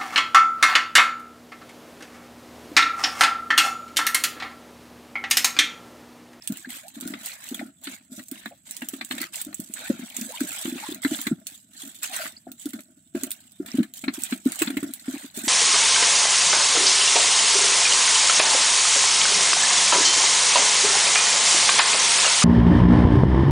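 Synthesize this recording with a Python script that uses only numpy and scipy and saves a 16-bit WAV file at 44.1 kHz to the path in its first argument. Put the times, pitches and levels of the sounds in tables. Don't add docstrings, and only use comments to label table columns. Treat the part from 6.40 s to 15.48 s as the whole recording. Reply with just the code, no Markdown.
import sys
import numpy as np
from scipy import signal
from scipy.fft import rfft, irfft, next_fast_len
from scipy.io import wavfile
from scipy.ndimage import uniform_filter1d, map_coordinates

SR = 44100
rng = np.random.default_rng(int(sys.argv[2]) if len(sys.argv) > 2 else 0)


def generate_wav(sig):
    pcm = np.round(np.clip(np.atleast_2d(sig).T, -1, 1) * 32767).astype(np.int16)
    wavfile.write(sys.argv[1], SR, pcm)


N = 400428

# (time [s], level [dB], nominal pitch [Hz])
TAIL_BEATS = [(0.098, -21.5, 217), (.117, -26, 178), (0.271, -29, 249), (0.564, -31.5, 259),
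              (0.623, -25, 251), (0.656, -21, 264), (0.701, -25.5, 250), (.736, -24.5, 290),
              (1.113, -23.5, 274), (1.193, -25.5, 268), (1.224, -26, 250), (1.473, -25.5, 275),
              (1.717, -32.5, 246), (1.777, -31, 242), (1.916, -24, 269), (2.419, -31, 244),
              (2.534, -21, 275.6), (2.706, -26.5, 276), (2.737, -26.5, 261), (2.806, -27, 258),
              (3.064, -28.5, 263), (3.088, -38.5, 286), (3.194, -20, 247), (3.297, -32, 243),
              (3.498, -8.5, 270.5), (3.507, -16.5, 264), (3.534, -39, 286), (3.592, -25, 258),
              (3.785, -28.5, 262), (3.811, -25, 235), (4.009, -14, 254), (4.035, -24, 303),
              (4.252, -18, 244), (4.275, -19.5, 262), (4.322, -19.5, 258), (4.355, -21.5, 257),
              (4.487, -22, 286), (4.517, -25, 295), (4.648, -11.5, 279), (4.714, -17, 272),
              (4.867, -20.5, 280), (4.912, -10.5, 252), (4.923, -18, 182), (5.433, -36, 280),
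              (5.835, -51.5, 267), (6.068, -32.5, 330), (6.256, -17.5, 295), (6.336, -23, 258),
              (6.747, -16.5, 284), (6.831, -20, 284), (7.199, -18, 295), (7.205, -29, 288),
              (7.342, -13.5, 254), (7.384, -9, 263), (7.4, -9, 242), (7.636, -25.5, 260),
              (7.678, -14.5, 287), (7.777, -26, 273), (7.922, -14, 265), (8.058, -6.5, 269),
              (8.215, -14, 321), (8.272, -19.5, 239), (8.302, -19, 280), (8.367, -15, 280),
              (8.427, -15, 273), (8.68, -16, 271), (8.737, -21.5, 272), (8.762, -31, 267),
              (8.843, -27.5, 264), (8.973, -25, 284), (9.037, -24.5, 263), (9.071, -22, 282)]
# (time [s], level [dB], spray relative to the slap [dB])
WET_SLAPS = [(0.254, -36.5, -32), (.626, -32.5, -17), (0.736, -22, -28), (1.144, -33, 9),
             (1.192, -25.5, -21), (1.4703, -21, -17), (1.792, -29.5, -15), (2.057, -20, -11),
             (2.418, -21, -5.5), (2.61, -17, -14), (2.709, -16.5, -8.5), (2.78, -23, 1), (2.536, -31.5, 6),
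             (3.127, -32.5, -6), (4.004, -25, 10), (4.254, -21.5, -2), (4.647, -15, -17), (4.787, -22, -18),
             (4.867, -13, -4), (5.6292, -49, 35), (5.7373, -25.5, -2), (5.762, -34, 20), (5.855, -25, -9),
             (6.389, -36.5, -15), (6.332, -30.5, 6.5), (6.75, -36, 7), (6.836, -28, -11),
             (7.2597, -35.5, 9), (7.283, -28.5, -12), (7.371, -31, 5.5), (7.389, -31, -25),
             (7.429, -27.5, 0), (7.6385, -23, -4), (7.68, -13.5, -33), (7.9225, -20, -15),
             (8.218, -11, 0.5), (8.273, -19.5, -22), (8.3014, -24, 0.5), (8.3686, -20.5, 0),
             (8.428, -30.5, 8)]
# (time [s], level [dB])
SPRAY_FLICKS = [(0.0746, -11), (0.1229, -21.5), (.172, -24), (0.3048, -23.5), (0.482, -26), (0.61, -20.5),
                (0.676, -18.5), (0.8602, -16.5), (1.089, -22.5), (1.1456, -20.5), (1.4432, -26),
                (1.884, -28.5), (1.9138, -20), (2.3098, -17.5), (2.3664, -20), (2.487, -15), (2.648, -23),
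                (2.816, -15), (2.936, -29), (3.015, -14.5), (3.1444, -21), (3.2012, -21), (3.3382, -18.5),
                (3.7666, -13), (3.8123, -17.5), (4.128, -19.5), (4.5464, -22), (4.815, -15.5), (5.477, -28),
                (5.0689, -14.5), (6.1173, -24), (6.223, -36), (6.257, -21), (6.291, -27.5), (6.406, -29.5),
                (6.835, -15), (6.9064, -19), (6.916, -15.5), (7.5379, -23), (7.7394, -19.5), (7.836, -12.5),
                (8.054, -25), (8.1201, -15.5), (8.158, -22), (8.191, -17), (8.537, -18.5), (8.9747, -17.5)]
# (time [s], level [dB], starting pitch [Hz], life [s], glide over one life [octaves])
SHORT_RINGS = [(.244, -35.5, 1615, 0.019, 0.18), (.43, -40.5, 617, 0.063, 0.43),
               (1.143, -23, 3480, 0.0076, -0.087), (1.21, -30.5, 670, 0.014, 0.12),
               (2.11, -31, 667, 0.023, 0.028), (3.385, -41, 523, 0.1, 0.67), (3.442, -30, 1546, .02, -0.08),
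               (3.496, -24.5, 584, 0.026, -0.14), (3.885, -34, 489, 0.042, 0.64),
               (3.922, -36, 880, 0.043, 0.22), (4.11, -41, 1400, 0.067, 0.0058),
               (4.421, -33, 849, 0.065, 0.41), (5.69, -41, 759, 0.079, -0.19),
               (5.761, -31, 900, 0.0089, .1), (5.79, -29.5, 703, 0.024, -0.15),
               (5.83, -34.5, 655, 0.027, 0), (5.965, -30.5, 4260, 0.0063, 0.23),
               (6.067, -35, 602, 0.0084, 0.35)]
# (time [s], length [s], slosh level [dB], draining drops level [dB])
WATER_STROKES = [(0.0, 0.22, -51, -48.5), (0.283, 0.094, -41.5, -38), (0.531, 0.39, -48, -47.5),
                 (0.837, 0.053, -40, -36), (0.979, 0.22, -46.5, -46), (1.411, 0.11, -45.5, -44),
                 (1.707, 0.079, -57.5, -42), (1.903, 0.17, -51, -51), (2.249, 0.53, -52.5, -49),
                 (2.701, 0.027, -38, -35.5), (2.921, 0.065, -41, -34), (3.13, 0.29, -60, -48),
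                 (3.346, 0.13, -40, -41), (3.48, 0.24, -47.5, -46), (3.73, 0.19, -46, -41.5),
                 (3.938, 0.36, -40.5, -37), (4.332, 0.19, -41.5, -41.5), (4.612, 0.21, -40.5, -36),
                 (5.057, 0.054, -53, -40.5), (5.303, 0.34, -59.5, -48.5), (5.394, 0.016, -44, -35.5),
                 (5.618, 0.24, -42.5, -38), (6.176, 0.19, -57.5, -49.5), (6.739, 0.17, -50, -46.5),
                 (6.992, 0.18, -66, -56.5), (7.257, 0.11, -45.5, -46.5), (7.53, 0.1, -59.5, -45),
                 (7.718, 0.2, -45.5, -39), (8.043, 0.11, -41.5, -42.5), (8.179, 0.062, -34.5, -36),
                 (8.343, 0.24, -53, -47.5), (8.636, 0.2, -44.5, -41.5), (8.938, 0.19, -40.5, -34.5)]
# (time [s], length [s], level [dB])
CRASHES = [(0.331, 0.012, -39), (2.799, 0.042, -32), (4.374, 0.11, -41.5), (5.623, 0.025, -30),
           (5.721, 0.14, -33)]

# (frequency [Hz], level [dB])
WALL_COLOUR = [(30, -17), (70, -19.5), (105, -7.5), (150, -16.5), (200, 6), (260, 10), (350, -1.5),
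               (470, -41), (900, -92)]
# (frequency [Hz], level [dB])
UPPER_WALL_COLOUR = [(300, -49), (480, -11.5), (640, 17), (800, -3), (1050, -12.5), (1400, 9), (2500, -17)]
# (frequency [Hz], level [dB])
SLAP_COLOUR = [(200, -51), (500, -12.5), (700, 2.5), (900, -4.5), (1400, 7), (2100, 8), (3000, -1.5),
               (4000, 3.5), (5200, -16), (12000, -99)]
# (frequency [Hz], level [dB])
SPRAY_COLOUR = [(300, -27), (1000, -40), (2000, -13.5), (4000, -3.5), (5200, -10), (6500, -1), (7800, 6.5),
                (10000, 0), (12500, -3.5), (15000, 2.5)]
# (frequency [Hz], level [dB])
SLOSH_COLOUR = [(60, 2), (480, -26), (700, -7), (950, -20), (1500, 13), (2200, 11.5), (2800, 8.5),
                (4000, 10.5), (5200, -2.5), (9000, -11)]
# (frequency [Hz], level [dB])
DRAIN_COLOUR = [(1500, -33), (3500, -1.5), (5200, -9.5), (6500, -3), (7800, 5), (9500, -5.5), (12500, -5.5),
                (15000, -8.5)]
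# (frequency [Hz], level [dB])
AIR_COLOUR = [(25, -17), (60, 21.5), (200, 29), (500, -11), (1000, -1.5), (3000, 2.5), (5300, -33),
              (6800, 4.5), (7900, 25), (9500, -17), (15000, -37)]
# (frequency [Hz], level [dB])
SHEET_COLOUR = [(500, -23), (1400, 3.5), (2700, -1), (4400, -2.5), (5500, -9), (7800, -3.5), (13000, -11)]
# (frequency [Hz], level [dB])
GURGLE_COLOUR = [(300, -31), (600, 1.5), (1500, 2.5), (4000, 28)]
# (frequency [Hz], left-right correlation [-1 to 1])
LIKENESS = [(200, 0.96), (500, 0.86), (1000, -0.59), (2000, 0.38), (4000, -0.012)]
# (frequency [Hz], left over right [dB])
BALANCE = [(250, 1), (4500, 0.5), (8000, -6.5), (12000, -1.5)]

RISE_S = 0.023
SETTLE_T60, DRAIN_T60 = 0.39, 0.36
LAPPING_DB, DRIPPING_DB = -101.5, -64.5
UNEVEN_DB, UNEVEN_RATE = 1.5, 21.95
TOP_HZ = 15750


def amp(db):
    return 10 ** (np.asarray(db) / 20)


def unit(x):
    return x / np.sqrt(np.mean(x ** 2) + 1e-20)


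def along(points, hz):
    f, value = np.transpose(points)
    return np.interp(np.log(hz + 1), np.log(f + 1), value)


def filtered(x, response):
    n = x.shape[-1]
    padded = next_fast_len(n + 4096)
    spectrum = rfft(x, padded) * response(np.fft.rfftfreq(padded, 1 / SR))
    return irfft(spectrum, padded)[..., :n]


def panned(db):
    gains = amp(np.array([db, -db]).reshape(2, -1) / 2)
    return gains / np.sqrt(np.mean(gains ** 2, axis=0))


def voiced(pair, colour):
    def mid_side_gains(hz):
        turn = np.arccos(np.clip(along(LIKENESS, hz), -1, 1)) / 2
        return amp(along(colour, hz)) * [np.cos(turn), np.sin(turn)]

    mid, side = filtered(pair, mid_side_gains)
    left_right = np.array([mid + side, mid - side])
    return unit(filtered(left_right, lambda hz: panned(along(BALANCE, hz))))


def noise(colour):
    return voiced(rng.standard_normal((2, N)), colour)


def wet_noise(colour, patchy_db=4.8):
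    z = signal.stft(rng.standard_normal((2, N)), nperseg=512)[2]
    field = rng.standard_normal(z.shape[1:])
    field = uniform_filter1d(field, size=3, axis=0)
    field = uniform_filter1d(field, size=6)
    patchy = signal.istft(z * amp(patchy_db * unit(field)))[1][:, :N]
    return voiced(patchy, colour)


def excited(force, colour):
    return np.sqrt(np.mean(force ** 2)) * voiced(force * rng.standard_normal((2, N)), colour)


def wobble(rate):
    points = rng.standard_normal(int(N * rate / SR) + 4)
    return map_coordinates(points, [np.arange(N) * rate / SR])


def fade(t, t60):
    return np.exp(-np.log(1000) * t / t60)


def onset(t, rise_s):
    return -np.expm1(-t / rise_s)


def swell(t, peak_s):
    return (t / peak_s * np.exp(1 - t / peak_s)) ** 2


def add(track, start_s, sound):
    start = max(0, round(start_s * SR))
    part = track[..., start:start + sound.shape[-1]]
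    part += sound[..., :part.shape[-1]]


def patter(rate, t60):
    chance = rng.random(N)
    size = np.minimum(rng.exponential(size=N), 4)
    power = (chance < rate / SR) * size ** 2
    return unit(np.sqrt(signal.lfilter([1], [1, -fade(1 / SR, t60) ** 2], power)))


def air():
    return amp(-61.5) * noise(AIR_COLOUR)


def surroundings(x, t60=0.06):
    t = np.arange(SR // 8) / SR
    out = np.zeros((2, N))
    for start in range(0, N, len(t)):
        tail = rng.standard_normal((2, len(t))) * fade(t, t60) * onset(t, 0.00087)
        tail = voiced(tail, [(280, -7), (600, 0)]) / np.sqrt(len(t))
        block = x[:, start:start + len(t)]
        add(out, start / SR, signal.fftconvolve(block, tail, axes=1))
    return out


def flow():
    t = np.arange(SR) / SR
    slosh, drops = np.full(N, amp(LAPPING_DB) ** 2), np.full(N, amp(DRIPPING_DB) ** 2)
    for start_s, length, slosh_db, drops_db in WATER_STROKES:
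        rise = np.minimum(t / RISE_S, 1)
        after = np.maximum(t - length, 0)
        add(slosh, start_s, (amp(slosh_db) * rise * fade(after, SETTLE_T60)) ** 2)
        add(drops, start_s, (amp(drops_db) * rise * fade(after, DRAIN_T60)) ** 2)
    return 10 * np.log10([slosh, drops]) + UNEVEN_DB * wobble(UNEVEN_RATE)


def fizz(count, centre_hz, octaves, cycles):
    t = np.arange(SR // 80) / SR
    place = rng.random((count, 1))
    size = np.minimum(rng.exponential(size=(count, 1)), 2.5)
    hz = np.minimum(centre_hz * 2 ** (octaves * rng.standard_normal((count, 1))), SR / 4)
    age = t * hz / cycles
    envelope = (1 - np.exp(-10 * age)) * np.exp(-age) * (1 - t / t[-1])
    rings = size * envelope * np.sin(2 * np.pi * hz * t)
    index = ((place * N).astype(int) + np.arange(len(t))).ravel()
    bearing = 2 * np.pi * rng.random((count, 1))
    pair = [np.bincount(index, (rings * gain).ravel(), N)[:N] for gain in (np.cos(bearing), np.sin(bearing))]
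    return unit(np.array(pair))


def water(slosh_db=-3, gurgle_db=-6, drain_db=0):
    stir_db, drops_db = flow()
    foam = amp(slosh_db) * patter(rate=1500, t60=.05) * wet_noise(SLOSH_COLOUR)
    rings = fizz(count=11000, centre_hz=1000, octaves=.65, cycles=6)
    gurgle = amp(gurgle_db) * voiced(rings, GURGLE_COLOUR)
    drain = amp(drops_db + drain_db) * patter(rate=730, t60=0.061) * wet_noise(DRAIN_COLOUR)
    return amp(stir_db) * (foam + gurgle) + drain


def drips(drip_db=-6):
    return amp(flow()[1] + drip_db) * patter(rate=45, t60=.022) * wet_noise(SPRAY_COLOUR)


def splashes(rise_s=0.0049, fall_t60=0.12):
    t = np.arange(SR // 2) / SR
    crash = np.zeros(N)
    for start_s, length, db in CRASHES:
        fall = fade(np.maximum(t - length, 0), fall_t60)
        add(crash, start_s, amp(db) * onset(t, rise_s) * fall)
    return crash * patter(rate=2500, t60=.02) * wet_noise(SHEET_COLOUR)


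def short_rings(ring_db=-3):
    t = np.arange(SR // 4) / SR
    track = np.zeros(N, complex)
    for start_s, db, hz, life, glide in SHORT_RINGS:
        pitch = hz * 2 ** (glide * np.minimum(t / life, 2))
        ring = np.exp(2j * np.pi * np.cumsum(pitch) / SR)
        add(track, start_s, amp(db + ring_db) * swell(t, life / 3) * ring)
    shimmer = .6 + .55 * (wobble(240) + 1j * wobble(240))
    return (track * shimmer).imag


def jostle(wall_db=-10.5, upper_db=-22, rest_db=-67):
    t = np.arange(SR // 2) / SR
    unrest = np.zeros(N)
    for start_s, db, _ in TAIL_BEATS:
        add(unrest, start_s, amp(db) * swell(t, .02))
    restless = np.sqrt(unrest + amp(rest_db))
    nudges = restless * amp(-20) * patter(rate=120, t60=.08)
    return excited(amp(wall_db) * nudges, WALL_COLOUR) + excited(amp(upper_db) * nudges, UPPER_WALL_COLOUR)


def flicks(snap_db=-5, lead_db=-32, scatter_db=-24):
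    t = np.arange(SR // 4) / SR
    rise = onset(t, .0005)
    lead = amp(lead_db) * swell(t, .005)
    crack = 1.4 * swell(t, .0005) + amp(-10) * rise * fade(t, .035)
    scatter = amp(scatter_db) * rise * fade(t, .16)
    snap, droplets = np.zeros((2, N))
    for start_s, db in SPRAY_FLICKS:
        gain = amp(db + snap_db)
        add(droplets, start_s - .005, gain * lead)
        add(snap, start_s, gain * crack)
        add(droplets, start_s, gain * scatter)
    return (snap + droplets * patter(rate=110, t60=0.083)) * wet_noise(SPRAY_COLOUR)


def slaps(hit_db=-6, spray_db=-2, shake_db=-15):
    t = np.arange(SR // 4) / SR
    squelch = onset(t, 0.0038) * fade(t, 0.1)
    stroke = .8 * swell(t, .0028) + amp(-12) * squelch
    clap, spray, shake = np.zeros((3, N))
    for start_s, db, wet_db in WET_SLAPS:
        add(clap, start_s, amp(db + hit_db) * stroke)
        add(spray, start_s, amp(db + hit_db + wet_db + spray_db) * stroke)
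        add(shake, start_s, amp(db + shake_db) * squelch)
    wet = clap * wet_noise(SLAP_COLOUR) + spray * wet_noise(SPRAY_COLOUR)
    return wet + excited(shake, WALL_COLOUR)


def knocks(peak_s=0.006, ring_db=-2.5, second_db=-14, second_ratio=1.25,
           tail_db=-21, tail_t60=0.13, upper_db=-35, upper_t60=0.042):
    t = np.arange(SR // 4) / SR
    settle = np.exp(-t / .01) - .5
    ring, shudder, upper = np.zeros((3, N))
    variations = rng.uniform(-1, 1, (len(TAIL_BEATS), 3))
    for (start_s, db, hz), (length, sag, place) in zip(TAIL_BEATS, variations):
        push = swell(t, peak_s * amp(2 * length))
        pitch = hz * (1 + (.07 + .09 * sag) * settle)
        phase = 2 * np.pi * np.cumsum(pitch) / SR
        second = 2 * place * amp(second_db) * swell(t, peak_s) * np.sin(second_ratio * phase)
        add(ring, start_s, amp(db + ring_db) * (push * np.sin(phase) + second))
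        add(shudder, start_s, amp(db + tail_db) * onset(t, 0.0012) * fade(t, tail_t60))
        add(upper, start_s, amp(db / 2 + upper_db) * onset(t, 0.0074) * fade(t, upper_t60))
    return ring + excited(shudder, WALL_COLOUR) + excited(upper, UPPER_WALL_COLOUR)


def scene():
    near = knocks() + slaps() + flicks() + short_rings() + jostle()
    behind = water() + splashes() + drips()
    return near + amp(-4.0) * surroundings(near) + behind + air()


def record(dry, low_hz=50):
    thin = filtered(dry, lambda hz: (hz / np.hypot(hz, low_hz)) ** 2)
    return filtered(thin, lambda hz: np.clip((TOP_HZ - hz) / 300 + .5, 0, 1))


dry = scene()
out = record(dry)
generate_wav(out)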